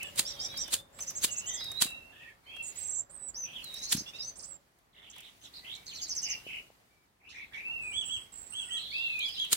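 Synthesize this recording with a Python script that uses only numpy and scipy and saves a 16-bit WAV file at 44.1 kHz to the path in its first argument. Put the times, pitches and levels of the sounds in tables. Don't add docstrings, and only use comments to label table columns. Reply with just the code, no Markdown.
import sys
import numpy as np
from scipy import signal
from scipy.fft import rfft, irfft, next_fast_len
from scipy.io import wavfile
from scipy.ndimage import uniform_filter1d, map_coordinates

SR = 44100
rng = np.random.default_rng(int(sys.argv[2]) if len(sys.argv) > 2 else 0)


def dump_mix(stems):
    frames = np.atleast_2d(stems).T
    limited = np.clip(frames, -1, 1)
    pcm = np.round(limited * 32767).astype(np.int16)
    wavfile.write(sys.argv[1], SR, pcm)


N = 421596


def near_bird():
    song = clear_notes() + falling_sweeps() + harsh_rattles() + double_voices() + stacked_notes()
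    song = song + trill_notes() + chip_notes()
    return walled(placed(amp(-2.5) * song, lag=.0005), db=-2.5)


def clear_notes():
    # t/s, scoop/s, hold/s, from f/Hz, top f/Hz, sags to f/Hz, drops to f/Hz,
    # relative level/dB, swell/dB, sag haste (1 even, more = early)
    scoops = [(3.096, .026, 0.16, 6760, 8570, 7960, 6900, -47.5, 13, 4.4),
              (3.342, .05, 0.052, 4600, 6200, 5936, 5870, -42.5, 3.5, 0.95),
              (4.355, 0.025, 0.009, 4870, 8880, 9150, 4330, -51, 10, 0.79),
              (4.4, .026, 0.00158, 4506, 9050, 9020, 4200, -54, 9, 1),
              (4.434, 0.028, 0.083, 4514, 8130, 7410, 7370, -56.5, -2, 1.05)]
    # t/s, length/s, middle f/Hz, opening swing/Hz, wave rate/Hz, relative level/dB, swell/dB,
    # share of a wave gone at the start
    waves = [(2.625, 0.068, 8000, 836, 24.7, -52.5, 9.5, 0.019),
             (2.626, 0.089, 6940, 419, 24.6, -50.5, -2, 0.012),
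             (3.814, 0.042, 6120, 1050, 42, -47.5, 7, -.25),
             (3.887, 0.046, 6250, 1160, 41.1, -42.5, 10, -.25),
             (3.965, 0.037, 5960, 750, 42.3, -43, 4, -0.28)]
    notes = [hooked(*row, bend=2.7) for row in scoops] + waving(waves)
    return sing(notes, blur=0.052, blur_hz=170, edge=0.0016, lines=((1, 5.5), (2, -30.0)))


def falling_sweeps():
    # t/s, length/s, from f/Hz, to f/Hz, relative level/dB, swell/dB, pitch shake (share of pitch)
    falls = [(2.984, .016, 7600, 7200, -39.5, 2.5, 0.021), (2.758, 0.011, 7400, 6750, -50.5, -5, 0.0154),
             (5.434, 0.011, 7600, 6800, -61, -3, 0.072), (5.1, 0.0054, 7800, 5630, -49, -4, .02),
             (5.75, 0.0049, 8400, 5570, -51.5, 4, 0.011), (5.86, 0.0029, 7800, 5500, -57, 0, 0.0086),
             (5.862, 0.008, 6700, 6050, -51.5, 8, 0.027), (5.867, 0.068, 4930, 2500, -52, -5, 0.09),
             (5.885, 0.037, 7900, 5900, -62, 5, 0.005), (5.936, 0.029, 6300, 5300, -51, 4.5, 0.098),
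             (5.924, 0.0425, 4000, 4650, -52.5, 12.5, 0.083), (5.966, 0.03, 7740, 6500, -60, 0, 0.01),
             (5.976, 0.034, 4200, 2800, -53, -11, 0.057), (5.997, 0.013, 6600, 5800, -52, 4, 0.053),
             (6.014, 0.0063, 7200, 6050, -44.5, 4, 0.0072), (6.024, 0.017, 6800, 5600, -41, -5, 0.097),
             (6.018, 0.054, 5000, 4250, -48.5, -10, 0.061)]
    song = np.zeros((1, N))
    for row in falls:
        shake = row[-1]
        hoarse = 7 * shake
        lines = ((1, 5.5), (2, -40 + 25 * hoarse))
        song += sing(straight([row]), hoarse, 500, 0.00064, lines, warble=[shake], warble_hz=400)
    return song


def harsh_rattles():
    # t/s, length/s, from f/Hz, to f/Hz, relative level/dB, swell/dB
    rattles = [(3.745, 0.048, 4960, 5900, -46.5, 3), (3.82, 0.082, 4540, 4920, -48, 1),
               (3.825, 0.027, 6300, 5830, -40, -3), (3.96, 0.047, 4490, 4980, -45, 5),
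               (4.075, 0.024, 5160, 6410, -51.5, -5), (4.135, 0.033, 5550, 6500, -53.5, -2),
               (5.41, 0.055, 6310, 6380, -56, 5), (7.285, 0.2, 3590, 3710, -60.5, -5),
               (7.29, 0.12, 6320, 6050, -63, -9), (7.29, 0.044, 4720, 4460, -60.5, -17),
               (7.53, 0.08, 3210, 3470, -57.5, -21), (7.54, 0.067, 6100, 6000, -65, -4)]
    shake = [0.1283] * len(rattles)
    return sing(straight(rattles), 0.59, 600.5, 0.005, ((1, 0), (1.45, -16)), warble=shake, warble_hz=300)


def double_voices():
    # t/s, top f/Hz of the lower voice, relative level/dB, upper voice over the lower/dB
    pairs = [(.998, 6300, -37, -5), (1.068, 6200, -35, -4), (1.147, 6750, -34.5, -4),
             (1.214, 6740, -34.5, -11), (1.303, 6810, -36.5, -2.5), (1.363, 6880, -33, -7.5),
             (1.459, 6890, -37, -3), (1.525, 6670, -39, -2)]
    # t in note/s, share of top pitch, relative level/dB
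    pair_shape = [(-.003, .76, -21), (.004, .93, -5), (.016, 1, 0), (.028, .95, -2), (.04, .72, -22)]
    upper_ratio, late_s = 1.155, 0.0043
    song = np.zeros((1, N))
    for s, hz, db, upper_db in pairs:
        lower = (s, 1, hz, db)
        upper = (s + late_s, 1, upper_ratio * hz, db + upper_db)
        song += sing(stretched(pair_shape, [lower, upper]), 0.15, 300, 0.0009)
    return song


def stacked_notes():
    stacks = [(.247, 0.047, 4360, 5840, 4600, -35, 0.3, -14),
              (.392, 0.051, 4450, 5870, 4700, -32, 0.28, -26),
              (.562, 0.055, 4460, 5940, 4740, -33.5, 0.29, -28),
              (4.06, 0.0088, 3050, 3440, 3590, -44.5, 0.18, -0.5),
              (4.133, 0.0118, 3330, 3760, 4080, -47.5, 0.28, -1.5),
              (4.183, 0.022, 4650, 5040, 5180, -40, 0.24, -8.5),
              (4.218, 0.061, 5440, 6200, 6320, -39, 0.26, -13.5)]
    # steps up, relative level/dB
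    upper_lines = [(1, -13), (2, -29), (3, -33)]
    hold_s, sag_share = 0.011, 0.97
    song = np.zeros((1, N))
    for s, climb, start, top, drop, level_db, step, under_db in stacks:
        ends_high = drop > start + (top - start) / 2
        first_db = -9 * ends_high
        note = hooked(s, climb, hold_s, start, top, sag_share * top, drop, level_db,
                      swell_db=1.9, haste=0.57, bend=2.3)
        lines = [(1 - step, under_db), (1, 0)]
        lines += [(1 + k * step, db + first_db * (k == 1)) for k, db in upper_lines]
        song += sing([note], 0.17, 153, 0.0016, lines)
    return song


def trill_notes():
    trill = [(2.797, -42.5, 7800, 8600), (2.833, -39.5, 7560, 8270), (2.870, -39.5, 7530, 8340),
             (2.907, -36.5, 7440, 8300), (2.945, -36.5, 7440, 8120), (2.978, -35.5, 7320, 7900)]
    return sing(trilled(trill), 0.037, 244, 0.00085)


def chip_notes():
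    # t/s, relative level/dB
    chips = [(6.082, -32.5), (6.15, -31), (6.218, -31.5), (6.285, -32)]
    # t in syllable/s, nominal f/Hz, relative level/dB
    chip_drop = [(.001, 8970, -17), (.0045, 6950, -6), (.008, 5000, -12)]
    # t in syllable/s, nominal f/Hz, relative level/dB
    chip_buzz = [(.008, 6500, -3), (.02, 6200, 0), (.035, 5500, -2), (.048, 4900, -8)]
    plunge = sing(repeat(chip_drop, chips), 0.037, 244, 0.00085)
    buzz = sing(repeat(chip_buzz, chips), .6, 1000, .003, ((1, 0), (2, -36)),
                warble=[.035] * len(chips), warble_hz=400)
    return plunge + buzz


def lighter():
    # t of the peak/s, relative level/dB, wheel run-up/s, relative thump level/dB
    strikes = [(0.195, -20.5, 0.01, -37.5), (0.742, -21.5, 0.012, -47), (1.245, -19.5, 0.0084, -34.5),
               (1.823, -15.5, 0.006, -31), (3.929, -19, 0.008, -44.5), (9.531, -18.5, 0.007, -39)]
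    # f/Hz, relative density/dB
    flint = [(180, -29.5), (300, -17), (747, -27), (1770, -15.5), (2120, -17), (3790, -6), (4410, -8.5),
             (4870, -8.5), (5740, -16.5), (6890, -7.5), (8700, -6.5), (15800, -19.5)]
    # f/Hz, left-right likeness
    flint_alike = [(400, .9), (1500, 0.67), (4000, .25)]
    # t/s, relative level/dB, low part against the high/dB before balancing
    ticks = [(0.0303, -33, -22), (0.1587, -38, -23), (0.2057, -32, -40), (0.2403, -50.5, -21),
             (0.541, -55.5, 4), (0.5757, -32.5, -24), (0.6801, -40.5, -10), (0.989, -44.5, -4),
             (1.0058, -40.5, -16), (1.021, -42, -20), (1.035, -43, -25), (1.1071, -36, -18.5),
             (1.608, -52, 2), (1.643, -38, -18), (1.717, -35, -17), (1.8657, -41, -11),
             (1.9044, -44, -15.5), (2.5642, -49.5, -7.5), (3.6428, -36.5, -38), (3.7416, -36, -34),
             (3.7638, -46, -15), (3.9707, -35.5, -16), (4.7872, -57, -13.5), (5.1623, -51, -3.5),
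             (5.1825, -45.5, -16), (5.2059, -44, -19), (9.191, -37.5, -23), (9.2884, -42.5, -23),
             (9.396, -46, -18), (9.4484, -41.5, -17)]
    # t of the start/s, relative level/dB, f/Hz
    puffs = [(1.853, -45, 230.4), (3.947, -31.5, 199), (3.961, -47, 201), (3.9765, -40, 190),
             (4.006, -46.5, 239), (4.016, -46.5, 231), (6.465, -44.5, 445), (6.702, -47.5, 580),
             (7.96, -52.5, 79), (8.163, -54, 78.5)]
    clack_db, pan_db = -4.5, -1.5
    time, t = np.arange(N) / SR, np.arange(SR // 20) / SR
    rasp, high, low, thumps = np.zeros((4, N))
    for s, db, rise, thump_db in strikes:
        gone = time - s
        run_up = np.exp(gone.clip(None, 0) / rise)
        after = amp(-60 * gone.clip(0) / 0.027) + amp(-12.0 - 60 * gone.clip(0) / 0.2)
        rasp += amp(db) * np.where(gone < 0, run_up, after)
        thump = 1.6 * amp(thump_db) * push(260, t)
        ring = np.sin(2 * np.pi * 3200 * t) * amp(-60 * t / 0.0093)
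        add(thumps, s, thump + amp(db + clack_db) * (push(1300, t) + ring))
    soft = 1.65 * (1 - np.exp(-t / 0.0037)) ** 2
    for s, db, low_db in ticks:
        add(high, s - .002, amp(db + 3 - 60 * t / .016) * soft)
        add(low, s - .002, amp(db + low_db - 60 * t / 0.03) * soft)
    for s, db, hz in puffs:
        bell = np.exp(-(1.9 * (hz * t - 1)) ** 2)
        add(thumps, s, 2.29 * amp(db) * np.sin(2 * np.pi * hz * t) * bell)
    teeth = amp(2.0 * wobble(700))

    def lag(hz):
        return np.exp(-2j * np.pi * hz * np.array([[.000045], [0]]))

    def treble_band(hz):
        return lag(hz) * (hz / 7000) ** 4 / (1 + (hz / 7000) ** 4) / (1 + (hz / 12000) ** 4)

    grit = unit(filtered(rush(flint, 0, flint_alike), lag))
    bright = unit(filtered(pair(0.43), treble_band))
    dull = unit(filtered(pair(0.96), lambda hz: (hz > 500) / (1 + (hz / 4500) ** 4)))
    sides = amp(pan_db * np.array([[.5], [-.5]]))
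    return sides * (rasp * teeth * grit + amp(11.0) * high * bright + amp(13.5) * low * dull + thumps)


def push(hz, t):
    return np.sin(2 * np.pi * hz * t) * np.exp(-1.6 * hz * t) * (1 - np.exp(-8 * hz * t))


def far_birds():
    thrush = walled(placed(thrush_notes(), lag=-0.0002), db=-4.0)
    return thrush + placed(far_whistles(), lag=0.000566) + placed(far_warbles(), lag=0.000554)


def thrush_notes():
    # t/s, length/s, top f/Hz, relative level/dB
    arches = [(7.92, 0.12, 3413, -37.5), (8.081, 0.095, 3340, -38), (8.524, .12, 3360, -40.5),
              (8.695, 0.099, 3346, -38), (9.191, .115, 3426, -37.5), (9.362, 0.092, 3360, -36.5)]
    arch_shape = [(0, .79, -13), (.12, .89, -7), (.27, 0.96, -2), (.5, 1, 0), (.75, .96, 0), (.88, .89, -5),
                  (1, .78, -12)]
    lines = ((1, 2.0), (2, -19.5), (3, -37.5))
    return sing(stretched(arch_shape, arches), 0.2, 176, 0.00029, lines, size=2)


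def far_whistles():
    # t/s, length/s, from f/Hz, middle f/Hz, to f/Hz, relative level/dB, swell/dB, pitch shake (share)
    whistles = [(0, 0.077, 2600, 2650, 2600, -50.5, -23, 0.018),
                (0, 0.028, 2550, 2200, 1820, -51.5, -12.5, 0.015),
                (0.006, 0.084, 2960, 2940, 2820, -46, 4, 0.009),
                (0.029, 0.068, 1794, 1750, 1710, -61, -3, 0.015),
                (0.037, 0.062, 3480, 3430, 3100, -57.5, -3, 0.02),
                (0.433, 0.16, 2330, 2350, 2354, -61.5, 8, 0.011),
                (0.357, 0.1, 3350, 3200, 3480, -51.5, 1, 0.017),
                (0.373, 0.094, 3700, 3745, 3730, -52, -8, 0.016),
                (0.48, 0.11, 3740, 3900, 3750, -49.5, -2, 0.016),
                (0.495, 0.075, 3560, 3380, 3230, -52.5, -2, 0.015),
                (0.599, 0.095, 3740, 3625, 3520, -52.5, -2, 0.015),
                (0.598, 0.11, 3330, 3120, 2950, -56, 4, 0.015),
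                (0.778, 0.1, 3504, 3595, 3600, -58.5, -19, 0.0084),
                (1.282, 0.16, 2910, 2690, 2706, -51.5, -13.5, 0.012),
                (1.468, 0.079, 1960, 1983, 1920, -55.5, 4, 0.011),
                (1.555, 0.086, 2010, 2015, 1990, -58, -8, 0.011),
                (1.401, 0.095, 2770, 2925, 3230, -50, 8, 0.021),
                (1.493, 0.12, 3090, 3316, 3460, -49.5, -4, 0.024),
                (1.475, 0.12, 3480, 3630, 3570, -53.5, 0, 0.019),
                (1.487, 0.11, 6200, 6110, 6020, -42.5, -22, 0.015),
                (1.567, 0.15, 5070, 5050, 5050, -52.5, -15.5, .008),
                (1.597, .195, 3900, 3787, 3800, -44, -9, 0.0072),
                (1.765, 0.061, 4010, 3950, 3860, -38, 6, 0.011),
                (1.844, 0.15, 3950, 3890, 3840, -56.5, -19.5, 0.012),
                (1.857, 0.35, 2730, 2710, 2720, -53.5, -18.5, 0.0025),
                (2.124, 0.2, 1700, 1826, 1810, -56, 2.5, 0.038),
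                (2.457, 0.11, 3050, 3270, 3230, -51, 10, 0.017),
                (2.525, 0.091, 2720, 2760, 2666, -46.5, 12, 0.009),
                (3.628, .12, 4450, 3860, 3855, -47.5, 1, 0.015),
                (3.747, 0.17, 3820, 4010, 4620, -47, 2, 0.01),
                (7.343, 0.1, 2380, 2383, 2180, -50, -1, 0.022),
                (6.226, 0.13, 2940, 2873, 2743, -46, 10, 0.017),
                (6.439, 0.15, 2915, 3010, 2860, -49, 6, 0.023),
                (5.617, 0.22, 1930, 2230, 2300, -60.5, -6.5, 0.019),
                (7.532, 0.078, 2410, 2230, 2420, -46.5, 2, 0.022),
                (8.492, 0.051, 8000, 8200, 8120, -50, 6, 0.0055),
                (6.899, 0.14, 2306, 2320, 2300, -71, 0.5, 0.011),
                (8.6, 0.22, 1556, 1405, 1246, -65, -5, 0.011),
                (8.68, 0.1, 1910, 1930, 1870, -57.5, -4, 0.013),
                (8.588, 0.066, 2680, 2780, 2700, -48, -10, 0.033),
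                (8.709, 0.059, 2780, 2760, 2700, -53, 0, 0.024)]
    # t/s, length/s, nominal top f/Hz, relative level/dB
    slurs = [(7.62, .33, 2775, -37.5), (8.916, .35, 2770, -33.5)]
    slur_shape = [(0, 0.77, -18), (.08, 0.93, -6), (.33, 1, 2), (.6, .93, -6), (.84, .88, -1), (1, .8, -20)]
    short = sing(bent(whistles, edge_db=-0.5), 0.55, 170, 0.01, size=2,
                 warble=[row[-1] for row in whistles], warble_hz=145.7)
    long = sing(stretched(slur_shape, slurs), 0.11, 133, 0.0016, size=2,
                warble=[.003] * len(slurs), warble_hz=149.0)
    return short + long


def far_warbles():
    # t/s, length/s, from f/Hz, middle f/Hz, to f/Hz, relative level/dB, swell/dB, pitch shake (share)
    warbles = [(0.033, 0.11, 8300, 7400, 7050, -59, -15, 0.011),
               (0.924, 0.15, 7360, 7800, 7520, -55, 9, 0.041),
               (0.25, 0.121, 3390, 3630, 3560, -51, -2, 0.091),
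               (1.592, 0.08, 4670, 4420, 4520, -48, -1, 0.067),
               (2.116, 0.21, 3340, 3340, 3200, -61, -8.5, 0.07),
               (2.118, .21, 2920, 2630, 2264, -55, 2, 0.072),
               (2.438, 0.098, 4270, 4420, 4580, -66, -12, 0.037),
               (2.432, 0.12, 2170, 2440, 2740, -55.5, 18, 0.063),
               (3.433, 0.11, 2640, 2625, 2540, -52.5, 3, 0.042),
               (3.454, 0.098, 3250, 3170, 3110, -53.5, -2, 0.056),
               (3.53, 0.095, 3510, 3140, 2840, -43.5, 0, 0.068),
               (4.927, 0.086, 3760, 3440, 3190, -56.5, 5.5, 0.14),
               (5.013, 0.084, 3400, 3260, 2910, -52.5, 4, 0.12),
               (5.119, 0.093, 3480, 3240, 2900, -51.5, 4, 0.15),
               (5.218, 0.081, 3460, 3510, 3430, -51.5, -3, 0.14),
               (4.938, 0.16, 2040, 2053, 2390, -61.5, -2.5, 0.095),
               (5.13, 0.17, 2100, 2295, 2500, -60.5, -2, 0.13),
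               (5.411, 0.071, 3350, 3610, 3230, -52, 7, 0.15),
               (5.532, 0.067, 3800, 4430, 4280, -46.5, 0, 0.11),
               (5.639, 0.12, 2780, 3160, 4080, -43, 6, 0.093),
               (6.252, 0.104, 2550, 2580, 2505, -45.5, 4, 0.17),
               (6.46, 0.14, 2882, 2616, 2510, -43.5, 3, 0.11),
               (7.198, 0.13, 2250, 2604, 2870, -54.5, 14.5, 0.08),
               (7.321, 0.13, 1856, 2330, 2344, -48.5, 7, 0.1),
               (7.509, .115, 1693, 2160, 2540, -47, 13, 0.11),
               (7.809, 0.21, 8030, 7940, 7930, -50.5, 9.5, 0.0058),
               (8.04, 0.23, 7900, 7810, 8130, -50, -20, 0.019),
               (8.319, 0.19, 7820, 7730, 7780, -49, -8, 0.033),
               (8.552, 0.27, 8030, 8010, 7940, -49, -6.5, 0.032),
               (8.765, 0.13, 3730, 4020, 4030, -45.5, -7, 0.038),
               (8.798, 0.38, 3394, 3540, 3560, -46, -4, 0.069),
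               (8.9, 0.13, 4310, 4650, 4690, -47.5, -17, 0.054),
               (8.931, 0.25, 3920, 4000, 4250, -51, -6, 0.07),
               (9.193, 0.097, 3650, 4160, 4100, -47, -17, 0.085),
               (9.247, 0.18, 4640, 4980, 4700, -48, -7, 0.072),
               (9.336, 0.152, 3870, 3860, 3800, -43.5, -4, 0.086)]
    return sing(bent(warbles, edge_db=6), 1.0, 400, 0.0071, ((1, 0.5), (2, -29.5)), size=2,
                warble=[row[-1] for row in warbles], warble_hz=500)


def grove(x):
    decay = [(1500, 0.28), (4000, 0.34), (9000, 0.1)]
    hz, t, z = signal.stft(rng.standard_normal((2, SR // 2)), SR, nperseg=256)
    fading = z * amp(-60 * t / along(decay, hz)[:, None])
    tail = signal.istft(fading, SR, nperseg=256)[1]
    return signal.fftconvolve(x, tail / np.linalg.norm(tail[0]), axes=1)[:, :N]


def air():
    # f/Hz, relative density/dB
    rumble_bands = [(15, -51.5), (25, -14.5), (38, 0.5), (75, -7), (87, -6.5), (450, -15.5), (580, -35),
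                    (990, -120)]
    murmur_bands = [(180, -37), (300, -10.5), (721, -1), (1850, -7), (2270, -19), (3000, -47.5),
                    (3900, -62), (6600, -120)]
    hiss_bands = [(1180, -41.5), (2000, -10.5), (2280, -12), (3190, -14), (4830, -15.5), (5600, -17.5),
                  (15800, -22)]
    # f/Hz, left-right likeness
    air_alike = [(60, 0.7), (240, 0.82), (950, -0.19), (3770, -0.071), (15000, 0.072)]
    # t/s, relative level/dB
    low_curve = [(0.0, -57.5), (0.61, -56), (0.8, -60), (1.7, -57.5), (2.29, -63.5), (3.91, -60.5),
                 (4.37, -61.5), (4.71, -66), (6.39, -60.5), (6.79, -64), (7.16, -67.5), (7.83, -59.5),
                 (8.36, -62.5), (9.56, -63)]
    # t/s, level/dB
    hiss_curve = [(0, -54.5), (.67, -54.5), (.8, -69.5), (1.04, -54), (1.81, -55), (1.94, -62),
                  (2.53, -64.5), (2.799, -51), (3.01, -67.5), (3.3, -66), (3.78, -51.5), (4.44, -64),
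                  (4.98, -68), (5.22, -59.5), (6.4, -55.5), (7.27, -70.5), (7.51, -63), (9.56, -54.5)]
    # t/s, f/Hz, level/dB
    hum_curve = [(0, 562.4, -58.5), (1.2, 557.7, -63.5), (2.3, 559, -72), (4.6, 557, -67.5)]
    low, high = (amp(np.interp(np.arange(N) / SR, *np.transpose(rows))) for rows in (low_curve, hiss_curve))
    rumble = amp(0.5) * rush(rumble_bands, 0.04, air_alike)
    murmur = rush(murmur_bands, 1.66, air_alike)
    hiss = rush(hiss_bands, 1.2, air_alike)
    hum = sing([hum_curve], 0.91, 90, 0.091, size=2)
    return low * (rumble + murmur) + high * hiss + hum


def rush(spectrum, patchy_db, alike):
    z = signal.stft(rng.standard_normal((2, N)), nperseg=512)[2]
    field = uniform_filter1d(uniform_filter1d(rng.standard_normal(z.shape[1:]), 5, 0), 6, 1)
    two = signal.istft(z * amp(patchy_db * unit(field)), nperseg=512)[1][:, :N]

    def mid_side(hz):
        turn = np.arccos(np.clip(along(alike, hz), -1, 1)) / 2
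        return amp(along(spectrum, hz)) * [np.cos(turn), np.sin(turn)]

    mid, side = filtered(two, mid_side)
    return unit(np.array([mid + side, mid - side]))


def pair(alike):
    a, b = rng.standard_normal((2, N))
    u = np.arccos(np.clip(alike, -1, 1)) / 2
    return np.array([np.cos(u) * a + np.sin(u) * b, np.cos(u) * a - np.sin(u) * b])


def sing(notes, blur, blur_hz, edge, lines=((1, 0),), size=1, warble=None, warble_hz=150):
    track = np.zeros((size, N))
    share = np.clip(blur, 0, 1)
    for rows, shake in zip(notes, warble or np.zeros(len(notes))):
        s, hz, db = np.transpose(rows)
        t = np.arange(s[0], s[-1] + edge, 1 / SR)
        glide = uniform_filter1d(np.interp(t, s, hz), max(int(2 * edge * SR), 1))
        dips = 1 - 2.4 * np.tanh(0.84 * np.abs(wobble(warble_hz, len(t))))
        phase = 2 * np.pi * np.cumsum(glide * (1 + shake * dips)) / SR
        fade = np.clip(np.minimum(t - t[0], t[-1] - t) / edge, 0, 1)
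        scatter = np.array([wobble(blur_hz, len(t)) + 1j * wobble(blur_hz, len(t)) for _ in range(size)])
        steadiness = np.sqrt(2 - 2 * share) + np.sqrt(share) * scatter
        gain = amp(np.interp(t, s, db)) * fade * steadiness
        add(track, s[0], sum(amp(g) * (gain * np.exp(1j * k * phase)).imag for k, g in lines))
    return track


def hooked(s, rise, hold, start, top, sag, drop, db, swell_db, haste, bend):
    throat_hz, throat_db_per_khz, drop_s, drop_fade_db = 5900, 3.5, 0.0099, 4
    u = np.linspace(0, 1, 9)

    def ease(a, b, power):
        return a + (b - a) * (1 - (1 - u) ** max(power, .1))

    hz = np.concatenate([ease(start, top, bend), ease(top, sag, haste), ease(sag, drop, 1)])
    when = s + np.concatenate([rise * u, rise + hold * u, rise + hold + drop_s * u])
    loss_db = throat_db_per_khz * (np.abs(hz - throat_hz) - abs(top - throat_hz)) / 1000
    under_db = np.concatenate([swell_db + 0 * u, swell_db * (1 - u), drop_fade_db * u])
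    return np.transpose([when, hz, db - loss_db - under_db])


def waving(rows):
    u = np.linspace(0, 1, 30)
    calm = 1 - 0.43 * u
    notes = []
    for s, length, hz, swing, rate, db, swell_db, gone in rows:
        pitch = hz + swing * calm * np.sin(2 * np.pi * (rate * u * length + gone))
        notes.append(np.transpose([s + u * length, pitch, db + swell_db * (u - .5)]))
    return notes


def straight(rows):
    return [[(s, start, db - swell_db / 2), (s + length, end, db + swell_db / 2)]
            for s, length, start, end, db, swell_db, *_ in rows]


def bent(rows, edge_db):
    u = np.linspace(-1, 1, 9)
    notes = []
    for s, length, start, mid, end, db, swell_db, _ in rows:
        pitch = mid + (end - start) / 2 * u + ((start + end) / 2 - mid) * u ** 2
        level_db = db + swell_db / 2 * u - edge_db * u ** 2
        notes.append(np.transpose([s + (u + 1) / 2 * length, pitch, level_db]))
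    return notes


def stretched(shape, rows):
    return [np.array(shape) * [length, hz, 1] + [s, 0, db] for s, length, hz, db in rows]


def repeat(shape, times):
    return [np.array(shape) * [1, 1 + 0.0061 * rng.standard_normal(), 1] + [s, 0, db] for s, db in times]


def trilled(rows):
    hold_s, climb_s, drop_s, end_hz = .012, .013, .008, 6150
    return [[(s - hold_s - climb_s, low, db),
             (s - climb_s, low, db),
             (s - drop_s / 4, top, db - 1),
             (s + drop_s / 8, (top + 2 * end_hz) / 3, db - 9),
             (s + drop_s, end_hz, db - 2)] for s, db, low, top in rows]


def placed(x, lag):
    # f/Hz, left over right/dB
    shadow = [(2000, 0.5), (3300, -3.5), (4500, -4), (6500, 0.5), (7800, -14), (9000, -17.5),
              (12000, -22.5)]
    side = np.array([[.5], [-.5]])
    return filtered(x * np.ones((2, 1)),
                    lambda hz: amp(side * along(shadow, hz)) * np.exp(-2j * np.pi * hz * lag * side))


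def walled(x, db):
    delay = np.array([[.01195], [.01152]])
    return filtered(x, lambda hz: 1 + amp(db) * np.exp(-2j * np.pi * hz * delay))


def amp(db):
    return 10 ** (np.asarray(db) / 20)


def unit(x):
    return x / np.sqrt(np.mean(x ** 2) + 1e-20)


def along(points, hz):
    f, v = np.transpose(points)
    return np.interp(np.log(hz + 1), np.log(f + 1), v)


def wobble(rate, size=N):
    knots = rng.standard_normal(int(size * rate / SR) + 4)
    return map_coordinates(knots, [np.arange(size) * rate / SR])


def filtered(x, response):
    m = next_fast_len(N + SR // 2)
    return irfft(rfft(x, m) * response(np.fft.rfftfreq(m, 1 / SR)), m)[..., :N]


def add(track, s, sound):
    part = track[..., max(round(s * SR), 0):][..., :sound.shape[-1]]
    part += sound[..., :part.shape[-1]]


def scene():
    near, far = near_bird(), far_birds()
    echoes = grove(amp(-8) * near + amp(-7) * far)
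    return near + far + echoes + lighter() + air()


def record(dry):
    top_hz, bass_hz = 15830, 42
    treble = filtered(dry, lambda hz: hz > 1800)
    power = uniform_filter1d(np.mean(treble ** 2, 0), int(0.016 * SR))
    level_db = 10 * np.log10(np.abs(power) + 1e-12)
    shut = 1 / (1 + np.exp((level_db + 55.5) / 4.53))
    quiet = dry * amp(-8 * uniform_filter1d(shut, int(0.014 * SR)))
    return filtered(quiet, lambda hz: (hz < top_hz) * (hz / bass_hz) ** 3 / (1 + (hz / bass_hz) ** 3))


dry = scene()
out = record(dry)
dump_mix(out)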